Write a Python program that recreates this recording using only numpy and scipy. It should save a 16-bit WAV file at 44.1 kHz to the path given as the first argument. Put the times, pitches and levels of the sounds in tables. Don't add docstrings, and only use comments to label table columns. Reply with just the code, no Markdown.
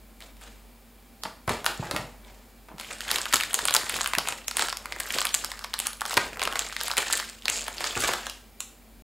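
import sys
import numpy as np
from scipy import signal
from scipy.fft import rfft, irfft, next_fast_len
from scipy.io import wavfile
from scipy.ndimage import uniform_filter1d, map_coordinates

SR = 44100
rng = np.random.default_rng(int(sys.argv[2]) if len(sys.argv) > 2 else 0)


def elevation(decibels):
    levels = np.asarray(decibels, float)
    return 10 ** (levels / 20)


def materialize(psi):
    bounded = np.clip(np.atleast_2d(psi).T, -1, 1)
    quanta = np.round(bounded * 32767).astype(np.int16)
    wavfile.write(sys.argv[1], SR, quanta)


N = 403074

# start_s, crack_db, ring_hz
# (facet), sizzle_db, hollow_db (both over crack)
CREASES = [(0.2055, -45, 2230, -7, -17.5), (0.2228, -43, 3540, -21, -8), (0.3685, -55, 2230.0, -12, -10),
           (0.4122, -54, 8470.0, -7.0, -1), (1.2358, -30, 4460, -9, -5), (1.2526, -41, 1440, -28, 13.5),
           (1.478, -38, 2030.0, -2, 15), (1.6448, -34.5, 1510, -4.5, 2), (1.6634, -18, 1620, -17, -4.5),
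           (1.9119, -28.5, 4000, -7, 0), (1.9637, -26, 2450, -14, -3.5), (2.686, -54, 2380, -13.0, 11.5),
           (2.783, -42.5, 1500.0, -16, -1), (2.7988, -33, 1840, -13, -5.5), (2.811, -38.5, 2420, -4, -5),
          (3.007, -29.5, 1650, -15.5, -16), (3.105, -27, 1970, -20.5, -6), (3.114, -20.5, 3800, -3.5, -9.5),
          (3.1595, -21.5, 3330, -10, -11.5), (3.1845, -27, 4760.0, -14, -2),
          (3.2562, -29, 2980, -10.5, -0.5), (3.3272, -22.5, 2060, -12, -10), (3.3361, -18.5, 1570, -18, -6),
          (3.338, -18, 1530, -15, -5.5), (3.3414, -14.5, 6550, -15, -5.5), (3.3578, -21, 4760.0, -7, -11.5),
          (3.3674, -25.5, 3730.0, -6, -3), (3.4094, -27, 2720, -6, -6.5), (3.4354, -24.5, 1980, -15, -13),
          (3.532, -30.5, 8860, -19, -3), (3.543, -17, 6740, -10, -13),
           (3.5905, -25, 1750, -18, -5.5), (3.6538, -19, 8050, -24.5, -9), (3.684, -19.5, 3100, -18, -3),
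         (3.7081, -26.5, 1520, -7, -3.0), (3.7402, -16.5, 6800, -18, -13), (3.749, -17.5, 5370, -3.5, -3.5),
         (3.7645, -15.5, 4420, -9, -14), (3.8671, -36, 2280, -13, 0), (3.8959, -24.5, 8300, -23, -5),
         (3.9422, -29.5, 2150, -14, -8), (3.9662, -32, 2290.0, -2.5, -5), (4.01, -25.5, 1560, -21.0, -1.5),
         (4.044, -29.5, 1500.0, -10, -6), (4.0604, -24, 2880, -18.0, -2), (4.0747, -28.5, 8700, -10, -3),
         (4.1354, -22.5, 2100, -25, -0.5), (4.1508, -30, 2750.0, -7, -4), (4.1845, -19.5, 4500, -7.5, -2.5),
         (4.274, -27.5, 2650, -17, -3.5), (4.2865, -23.5, 7240, -17, -3.5), (4.3237, -28.5, 2770, -19, -3),
           (4.4817, -22.5, 5950, -14, -14), (4.512, -29, 4540, -15, -4.5), (4.5697, -20, 8000, -17, -7.5),
          (4.5943, -21.5, 1470, -16, -2.5), (4.6224, -26, 1460, -16, 3), (4.6853, -27, 1580, -18, -5),
          (4.727, -29.0, 4740, -20, 1), (4.771, -30, 5260, -8.5, -11), (4.8578, -38, 1970, -26, -3),
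          (4.9232, -28.5, 2150, -31, -7.5), (5.0012, -29, 7500, -4, -8), (5.0051, -28, 2010, -8, -7),
          (5.1053, -35, 3080, -12, -25), (5.1861, -21, 4060, -15.0, -5.5), (5.2164, -23, 1560, -19, -2),
          (5.2529, -23, 2590.0, -2, -3.5), (5.2693, -24.5, 3560, -16, -11.5), (5.343, -18, 7060, -20, -11),
          (5.3472, -21.5, 6800, -11, -17), (5.4464, -27, 4900, -5, -5), (5.5173, -29, 1970, -23, -6),
          (5.5924, -38, 4370, -7, -5), (5.645, -30.5, 1990, -18, 1.0),
           (5.7395, -23.5, 4340, -17, -7.5), (5.7905, -26.5, 9000.0, -11.5, -23),
        (5.801, -22.5, 7700, -20.5, -13.5), (5.8694, -26.5, 8900, -13, -7),
        (5.932, -38.5, 4090.0, -2.5, -8), (6.0088, -32, 7340, -13, -7), (6.017, -35, 1300, -21, 4.5),
        (6.0536, -30, 1530, -16, 0), (6.062, -32.5, 5170, -6, -4.5), (6.109, -30, 1500.0, -16.5, 0),
        (6.141, -28, 5000, -6.5, -7.5), (6.17, -18.5, 1890, -20, -6), (6.1744, -19, 2550, -14, 0),
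        (6.1766, -21, 2580, -12, 4.5), (6.3955, -30, 2440.0, -24, -5), (6.4176, -24, 2500, -21, -1.5),
        (6.4286, -24, 1510, -23.0, -0.5), (6.436, -26, 6960, -18, -19), (6.4532, -25.5, 2570, -16.5, -7),
        (6.475, -26.5, 1500.0, -25, 3), (6.5259, -31.5, 3030, -12, 0.5), (6.5566, -26, 2100, -21, -0.5),
        (6.5933, -25, 6700, -28.5, -8),
           (6.726, -33.5, 1540, -25, -7), (6.7656, -25, 2180, -29, -14), (6.812, -25.5, 1580, -15, -5.5),
          (6.8818, -28, 8400, -18, -2), (6.9144, -23.5, 4260, -26, -4.5), (6.9692, -25, 2300, -8, -12),
          (6.9804, -20, 6900, -18, -3.5), (7.126, -25.5, 7730.0, -14, -11), (7.1325, -24, 7350, -12, -6.5),
          (7.174, -28, 7460, -13, -17), (7.1995, -28, 1790, -16, -6), (7.4227, -42.5, 3280, -20, -15.0),
          (7.4561, -24, 4270, -27, -10), (7.4822, -18, 2400, -33, -24), (7.4997, -20, 6570, -20, -19),
          (7.609, -32, 6400, -24, -25), (7.6815, -31, 2010, -7, 2), (7.8065, -31.5, 2440.0, -11, 1.5),
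          (7.842, -25.5, 4460, -16, -1), (8.0893, -33, 1800.0, -16, 13), (8.1362, -24, 1680, -17, -1.5),
          (8.268, -29.5, 1600, -29, -5), (8.2976, -33.5, 5000, -10, -16), (8.6047, -26.5, 6500, -20, -16.5),
           (1.4933, -30, 2500, -5, 7.5),
    (7.9692, -42, 1960, -6, 17),
]


def snaps():
    creases = CREASES
    start_s, crack_db, ring_hz, sizzle_db, hollow_db = np.transpose(creases)[:, :, None]
    count = len(start_s)
    luck = rng.standard_normal((count, 2))
    flip = bursts(count, size=1024, t60=.0034 * np.exp(.3 * luck[:, :1]), rise=.0005)

    def facet(f):
        return resonance(f, ring_hz, 0.42 * ring_hz) ** 2 + elevation(-5) * resonance(f, 3390, 4100) ** 2

    crack = filtered(flip, lambda f: shiver(f, facet(f)))
    sizzle = filtered(flip, lambda f: shiver(f, resonance(f, 10400, 5400) ** 2))

    soft = elevation(np.clip(hollow_db, 0, 14))
    hollow_hz = 1100 * np.exp(.12 * luck[:, 1:]) / soft ** .2
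    puff = bursts(count, size=1024, t60=0.015 * soft ** 0.39, rise=0.00059 * soft)
    hollow = filtered(puff, lambda f: shiver(f, resonance(f, hollow_hz, 1200) ** 2))

    parts = energy_one(crack)
    parts = parts + elevation(sizzle_db) * energy_one(sizzle)
    parts = parts + elevation(hollow_db) * energy_one(hollow)
    return place(start_s[:, 0] - .0003 - LEAD_S, elevation(crack_db) * parts)


# start_s, level_db, ring_hz
TICKS = [(0.214, -47, 3010), (1.6043, -41, 3450), (1.6573, -26, 10510), (1.7761, -38, 7410),
         (1.8444, -37, 1640), (1.9485, -29, 950), (2.2483, -48, 3700), (2.2712, -48, 950),
         (2.8467, -36.5, 3100), (2.9065, -35, 1890), (2.9281, -35, 8700), (2.9322, -33.5, 7840),
         (2.985, -40, 8350), (3.0172, -34, 3010), (3.0235, -38, 7840), (3.08, -32, 3270),
         (3.0911, -29, 3190), (3.1566, -27, 2150), (3.2072, -31, 1720), (3.2161, -24, 7840),
         (3.2314, -33, 6800), (3.2653, -28, 1380), (3.402, -22, 3100), (3.4098, -22.5, 2840),
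         (3.424, -27.5, 3880), (3.5102, -32, 3270), (3.55, -22, 7060), (3.6759, -21, 8870),
         (3.6795, -25, 8010), (3.6956, -22, 4050), (3.7249, -27, 3270), (3.7561, -19, 1460),
         (3.8129, -31, 1890), (3.8333, -31, 1640), (3.8433, -33, 7750), (3.8925, -31, 4390),
         (3.8997, -27, 3360), (3.924, -30, 3700), (3.9415, -27, 3270), (3.9623, -28, 1210),
         (3.9887, -28, 1550), (4.0148, -19, 7150), (4.032, -26, 7920), (4.1138, -36, 2070),
         (4.1516, -19, 2670), (4.1936, -27, 4390), (4.2539, -34, 1890), (4.2573, -33, 2670),
         (4.3853, -39, 2070), (4.4176, -42, 2840),
         (4.4444, -44, 4220), (4.5743, -27, 8050), (4.5845, -26, 1810), (4.6229, -20, 7670),
                (4.6725, -30, 7670), (4.6954, -27, 8100), (4.7008, -26.5, 4740), (4.8573, -27, 1880),
                (4.9288, -36, 4910), (4.963, -32, 1820), (5.034, -33, 7320), (5.0576, -32, 1890),
                (5.065, -37, 12400), (5.0875, -35, 12580), (5.1057, -24, 3190), (5.1238, -27, 11020),
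                (5.1387, -28, 2070), (5.1467, -26, 8010), (5.2061, -21, 7850), (5.2258, -27, 7490),
                (5.2487, -28, 1720), (5.2911, -28, 5430), (5.3488, -16, 7100), (5.4406, -30, 1470),
                (5.4639, -37, 4820), (5.5385, -39, 1980), (5.556, -40, 1890), (5.6117, -40, 1380),
                (5.6163, -42, 5080), (5.6276, -40, 1210), (5.641, -30, 5300), (5.7348, -32, 3270),
                (5.746, -31, 1810), (5.785, -35, 3360), (5.8691, -19, 10340), (5.9698, -42, 9820),
                (5.999, -41.5, 2760), (6.0088, -27, 7600), (6.0174, -22.5, 1380), (6.0963, -28, 7600),
                (6.1187, -28, 2070), (6.1317, -25, 950), (6.3318, -33.5, 2410), (6.359, -37, 2070),
                (6.372, -31, 2090), (6.407, -30, 2840), (6.521, -34, 2070), (6.5344, -29, 1290),
                (6.573, -32, 1460), (6.5926, -17, 7130),
         (6.6061, -32, 7670), (6.6213, -29, 4030), (6.6655, -32, 6980), (6.6703, -35, 2150),
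              (6.6879, -34, 8010), (6.6984, -34, 2150), (6.7063, -38, 3620), (6.7173, -36, 2760),
              (6.7301, -36, 6720), (6.806, -27, 5300), (6.834, -25, 11460), (6.9, -28, 2600),
              (6.9064, -25, 1290), (6.9365, -28, 1550), (6.9759, -21, 3360), (7.0275, -26, 1640),
              (7.0693, -28, 1810), (7.1013, -24, 1380), (7.1095, -31, 7410), (7.1274, -17, 7580),
              (7.154, -23, 7060), (7.1933, -28, 4770), (7.291, -38, 7750), (7.2977, -33, 8200),
              (7.4349, -47, 3270), (7.576, -26, 6890), (7.581, -29, 7320), (7.5868, -30, 7150),
              (7.5941, -30, 7240), (7.6158, -32, 7300), (7.6219, -32, 7150), (7.6301, -35, 7320),
              (7.6417, -33, 8010), (7.6668, -34, 3220), (7.7285, -37, 7320), (7.782, -28, 4740),
              (7.8662, -30, 3880), (7.8707, -31, 6890), (7.9092, -29, 3360), (7.9541, -26, 2670),
              (7.9596, -32, 7580), (7.9761, -25, 7580), (8.0054, -23, 10420), (8.0131, -26, 7580),
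              (8.0367, -24, 2070), (8.0827, -22, 1460), (8.1163, -28, 2070), (8.2585, -34, 7670),
              (8.2984, -31, 4900), (8.8807, -56, 950)]


def ticks():
    start_s, level_db, ring_hz = np.transpose(TICKS)[:, :, None]
    flick = bursts(count=len(start_s), size=512, t60=0.0021, rise=0.0003)

    def facet(f):
        ring = resonance(f, ring_hz, 0.18 * ring_hz + 500) ** 2
        lower_ring = elevation(-2.5) * resonance(f, 0.6 * ring_hz, 0.26 * ring_hz) ** 2
        edge = elevation(-18) * resonance(f, 5000, 9000)
        return ring - lower_ring + edge

    sound = energy_one(filtered(flick, lambda f: shiver(f, facet(f))))
    return place(start_s[:, 0] - LEAD_S, elevation(level_db - 3.0) * sound)


# peak_s, fade_s (for 20 dB), crackle_db, rub_db (over crackle)
BRUSHES = [(.215, 0.1, -49.5, -2), (.42, 0.2, -49, -3), (1.5, 0.0949, -31, 0), (1.68, 0.08, -35.5, -2.5),
           (1.82, 0.31, -43, 4), (1.96, 0.09, -40, 4), (2.26, 0.35, -56.5, 1), (2.7, 0.08, -68, 21),
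           (2.8, 0.16, -42, -10.5), (3.752, .04, -27, -8), (6.981, .07, -24, -5), (7.49, 0.37, -36, -7.5)]
# peak_s, fade_s (for 20 dB), crackle_db, rub_db (over crackle)
SQUEEZES = [(2.91, 0.05, -37, -7), (3.13, 0.16, -29.5, -8), (3.38, .25, -35.5, -11.5),
            (3.6, 0.21, -35.5, -4), (3.76, 0.14, -39.5, 1.5), (3.95, 0.22, -32.5, -8),
            (4.3, 0.15, -37, -5.5), (4.62, 0.0844, -27, -9), (4.95, 0.47, -48, 0), (5.06, 0.18, -40.5, -10),
            (5.16, 0.1038, -28.5, -9.5), (5.4, 0.46, -41.5, -8), (5.85, 0.1, -34.5, -16.5),
            (6.11, 0.08, -33, -12.5), (6.21, 0.15, -35.5, -2), (6.44, 0.24, -47.5, 7),
            (6.6, 0.17, -34.5, -8), (6.85, 0.13, -32.5, -13), (7.13, 0.19, -28.5, -14),
            (7.57, 0.08, -36, -11.5), (7.68, 0.07, -43, -3), (7.85, .14, -32, -7), (8.05, 0.1449, -26, -8),
            (8.22, 0.2, -43, -10.5)]
BRUSH_RISE, SQUEEZE_RISE = .15, 0.92
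# freq_hz, level_db (per Hz)
FILM = [(700, -32.5), (1200, -10.5), (5000, -5.5), (7600, -1.5), (10000, -8), (14600, -9)]
# freq_hz, level_db (per Hz)
RUB = [(90, -18), (200, -19.5), (800, -8.5), (1400, -11), (3500, -18.5), (7000, -60)]


def handling():
    brushing, squeezing = effort(BRUSHES, BRUSH_RISE), effort(SQUEEZES, SQUEEZE_RISE)
    crackle_gain, rub_gain = np.hypot(brushing, squeezing)
    crackle = grains(count=22000, centre_hz=5200, cycles=8.5, spread_db=2.0, clump_db=4.5, spectrum=FILM)
    rub = grains(count=10000, centre_hz=990, cycles=5.4, spread_db=2.0, clump_db=3.5, spectrum=RUB)
    return crackle_gain * crackle + rub_gain * rub


def effort(rows, rise):
    peak_s, fade_s, crackle_db, rub_db = np.transpose(rows)[:, :, None]
    late = (np.arange(0, N, 100) / SR - peak_s) / np.abs(fade_s)
    fall_db = 20 * np.where(late > 0, late, -late / rise)
    power = elevation(crackle_db - fall_db) ** 2
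    both = [power.sum(axis=0), (power * elevation(rub_db) ** 2).sum(axis=0)]
    return np.sqrt(both).repeat(100, axis=1)[:, :N]


def grains(count, centre_hz, cycles, spread_db, clump_db, spectrum):
    when, size = rng.random((2, count))
    hz = np.clip(centre_hz * np.exp(0.55 * rng.standard_normal((count, 1))), 100, SR / 2.5)
    t = np.arange(160) / SR
    slips = np.sin(2 * np.pi * hz * t) * np.minimum(t * hz, 1) * elevation(-60 * t * hz / cycles)
    clumps = map_coordinates(rng.standard_normal(N // 400), [when * (N // 400 - 1)])
    gain = elevation(np.minimum(-spread_db * np.log(size) + clump_db * clumps, 10))

    def colour(f):
        flatten = np.hypot(f / centre_hz, centre_hz / (f + 50))
        return elevation(along(spectrum, f)) * flatten

    stream = filtered(place(when * N / SR, gain[:, None] * slips), colour)
    slow_power = np.abs(uniform_filter1d(stream ** 2, size=3000))
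    return stream / np.sqrt(slow_power + 1e-9)


# start_s, end_s, first_slips_per_s, last_slips_per_s, level_db
SLIDE = (7.518, 7.574, 700, 269, -32.5)


def slide():
    start_s, end_s, first_rate, last_rate, level_db = SLIDE
    t = np.arange(N) / SR
    on = (t > start_s) & (t < end_s)
    turns = np.cumsum(on * np.interp(t, [start_s, end_s], [first_rate, last_rate])) / SR
    slips = np.diff(np.floor(turns), prepend=0) * elevation(2.5 * rng.standard_normal(N))

    def film(f):
        return resonance(f, 7100, 2200) ** 2 - elevation(-8) * resonance(f, 4500, 1800) ** 2

    sound = filtered(slips, film)
    return elevation(level_db) * sound / np.std(sound[on])


# start_s, peak_db, thud_hz
KNOCKS = [(1.478, -30, 89), (1.794, -29.5, 145), (1.936, -32.5, 170), (1.912, -34, 560), (1.96, -33, 620),
          (1.99, -37, 118), (1.25, -43, 250), (6.172, -37, 110), (6.98, -34, 450), (7.97, -39, 99),
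          (5.15, -39.5, 230), (2.74, -45.5, 160), (3.336, -34, 300), (4.175, -34, 230), (6.169, -25.5, 540),
          (7.965, -34.5, 327)]


def knocks():
    start_s, peak_db, thud_hz = np.transpose(KNOCKS)[:, :, None]
    push = bursts(count=len(start_s), size=2048, t60=0.024, rise=0.0015)
    thud = filtered(push, lambda f: resonance(f, thud_hz, 0.52 * thud_hz) * resonance(f, 120, 640))
    return place(start_s[:, 0], elevation(peak_db + 4.5) * energy_one(thud))


# freq_hz, t60_s
ROOM = [(150, 0.42), (1400, 0.35), (5000, 0.37), (14000, 0.38)]


def room(x):
    wet, step = np.zeros(N + SR), SR // 12
    build = 1 - np.exp(-np.arange(SR // 2) / SR / 0.00068)
    for start in range(0, N, step):
        hz, t, z = signal.stft(rng.standard_normal(SR // 2), SR, nperseg=256)
        decay = elevation(-60 * t / along(ROOM, hz)[:, None])
        tail = signal.istft(z * decay, SR, nperseg=256)[1][:SR // 2] * build
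        piece = signal.fftconvolve(x[start:start + step], tail / np.linalg.norm(tail))
        wet[start + 60:][:len(piece)] += piece
    return filtered(wet[:N], lambda f: 1 / np.hypot(1, (f / 7000) ** 0.5))


# freq_hz, level_db (per Hz)
AIR = [(20, -40.5), (70, -15.5), (140, -22.5), (500, -23.5), (1300, -30.5), (3000, -34), (9000, -37.5),
       (16000, -35.5)]
# pitch_hz, width_hz, level_db (rms)
HUM = [
    (48.9, 4.1, -50.5),
    (229, 38, -60.5),
    (784, 15, -73),
    (2330, 90, -72),
]


def background():
    air = elevation(-55.5) * unit(filtered(rng.standard_normal(N), lambda f: elevation(along(AIR, f))))
    mains_hz, _, mains_db = HUM[0]
    steady = np.sin(2 * np.pi * mains_hz * np.arange(N) / SR) * elevation(mains_db)
    fuzzy = []
    for hz, width, db in HUM:
        tone = filtered(rng.standard_normal(N), lambda f: resonance(f, hz, width) ** 2)
        fuzzy.append(elevation(db) * unit(tone))
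    return air + steady + fuzzy[0] / 4 + sum(fuzzy[1:])


def unit(x):
    return x / np.sqrt(np.mean(x ** 2) + 1e-20)


def energy_one(rows):
    return rows * np.sqrt(200 / np.sum(rows ** 2, axis=1, keepdims=True))


def along(points, hz):
    f, v = np.transpose(points)
    return np.interp(np.log(hz + 1), np.log(f + 1), v)


def filtered(x, response):
    m = next_fast_len(x.shape[-1] + 4096)
    spectrum = rfft(x, m) * response(np.fft.rfftfreq(m, 1 / SR))
    return irfft(spectrum, m)[..., :x.shape[-1]]


def resonance(f, centre_hz, width_hz):
    return 1j * f * width_hz / (centre_hz ** 2 - f * f + 1j * f * width_hz + 1e-9)


LEAD_S = .0015


def shiver(f, response):
    return np.abs(response) * np.exp(-2j * np.pi * f * LEAD_S)


def bursts(count, size, t60, rise):
    t = np.arange(size) / SR
    envelope = (1 - np.exp(-t / rise)) * elevation(-60 * t / t60)
    z = rfft(rng.standard_normal((count, size)) * envelope)
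    return irfft(z / uniform_filter1d(np.abs(z), size=7) ** .8, size)


def place(times, sounds):
    at = np.round(times * SR).astype(int)[:, None] + np.arange(sounds.shape[1])
    return np.bincount(at.ravel(), sounds.ravel(), N + SR)[:N]


# start_s, end_s
CLOSE = (3.0, 7.7)


def scene():
    near = snaps() + knocks() + handling() + slide() + ticks()
    t = np.arange(N) / SR
    held_close = (t > CLOSE[0]) & (t < CLOSE[1])
    sent = near * np.where(held_close, elevation(-5.5), elevation(-1.5))
    mono = near + room(sent) + background()
    return np.array([mono, mono])


def starved(x):
    hz, t, z = signal.stft(x, SR, nperseg=1024)
    busy = np.mean(np.abs(z) ** 2, axis=0) > elevation(-150)
    band = rng.random((len(hz) // 5 + 1, len(t) // 2 + 1)).repeat(5, axis=0).repeat(2, axis=1)
    chance = np.clip(hz / 45000 - .12, 0, 1)[:, None]
    empty = busy & (band[:len(hz), :len(t)] < chance)
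    return signal.istft(z * ~empty, nperseg=1024)[1][:N]


def side_grain(mid):
    hz, t, z = signal.stft(mid, SR, nperseg=2048)
    quiet = np.mean(np.abs(z[40:]) ** 2, axis=0) < elevation(-160)
    whole_frame = rng.random(len(t)) < .2
    band = rng.random((len(hz) // 20 + 1, len(t))).repeat(20, axis=0)[:len(hz)]
    apart = band < np.where(quiet | whole_frame, .8, .1)
    noise = signal.stft(rng.standard_normal(N), nperseg=2048)[2]
    noise = noise / np.sqrt(np.mean(np.abs(noise) ** 2))
    level = np.sqrt(np.abs(uniform_filter1d(np.abs(z) ** 2, size=20, axis=0)))
    level = level * elevation(along([(250, -14), (1000, -20), (12000, -9)], hz))[:, None]
    return signal.istft(apart * level * noise, nperseg=2048)[1][:N]


def low_pass(x):
    return signal.sosfilt(signal.butter(12, 16950, fs=SR, output="sos"), x)


CUT_S = 9.0225


def record(dry):
    def notch(f):
        return 1 - .85 * resonance(f, 5930, 200) - .25 * resonance(f, 5900, 1200)

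    def limit(f):
        return elevation(np.interp(f, [10, 30, 15750, 16050, 17000], [-30, 0, 0, -36, -60]))

    rounded = dry[0] / (1 + np.abs(dry[0]) ** 6) ** (1 / 6)
    mid = filtered(starved(rounded), lambda f: notch(f) * limit(f))
    side = side_grain(mid)
    mix = .97 * (mid + np.array([side, -side])) * (np.arange(N) < CUT_S * SR)
    return low_pass(mix)


dry = scene()
out = record(dry)
materialize(out)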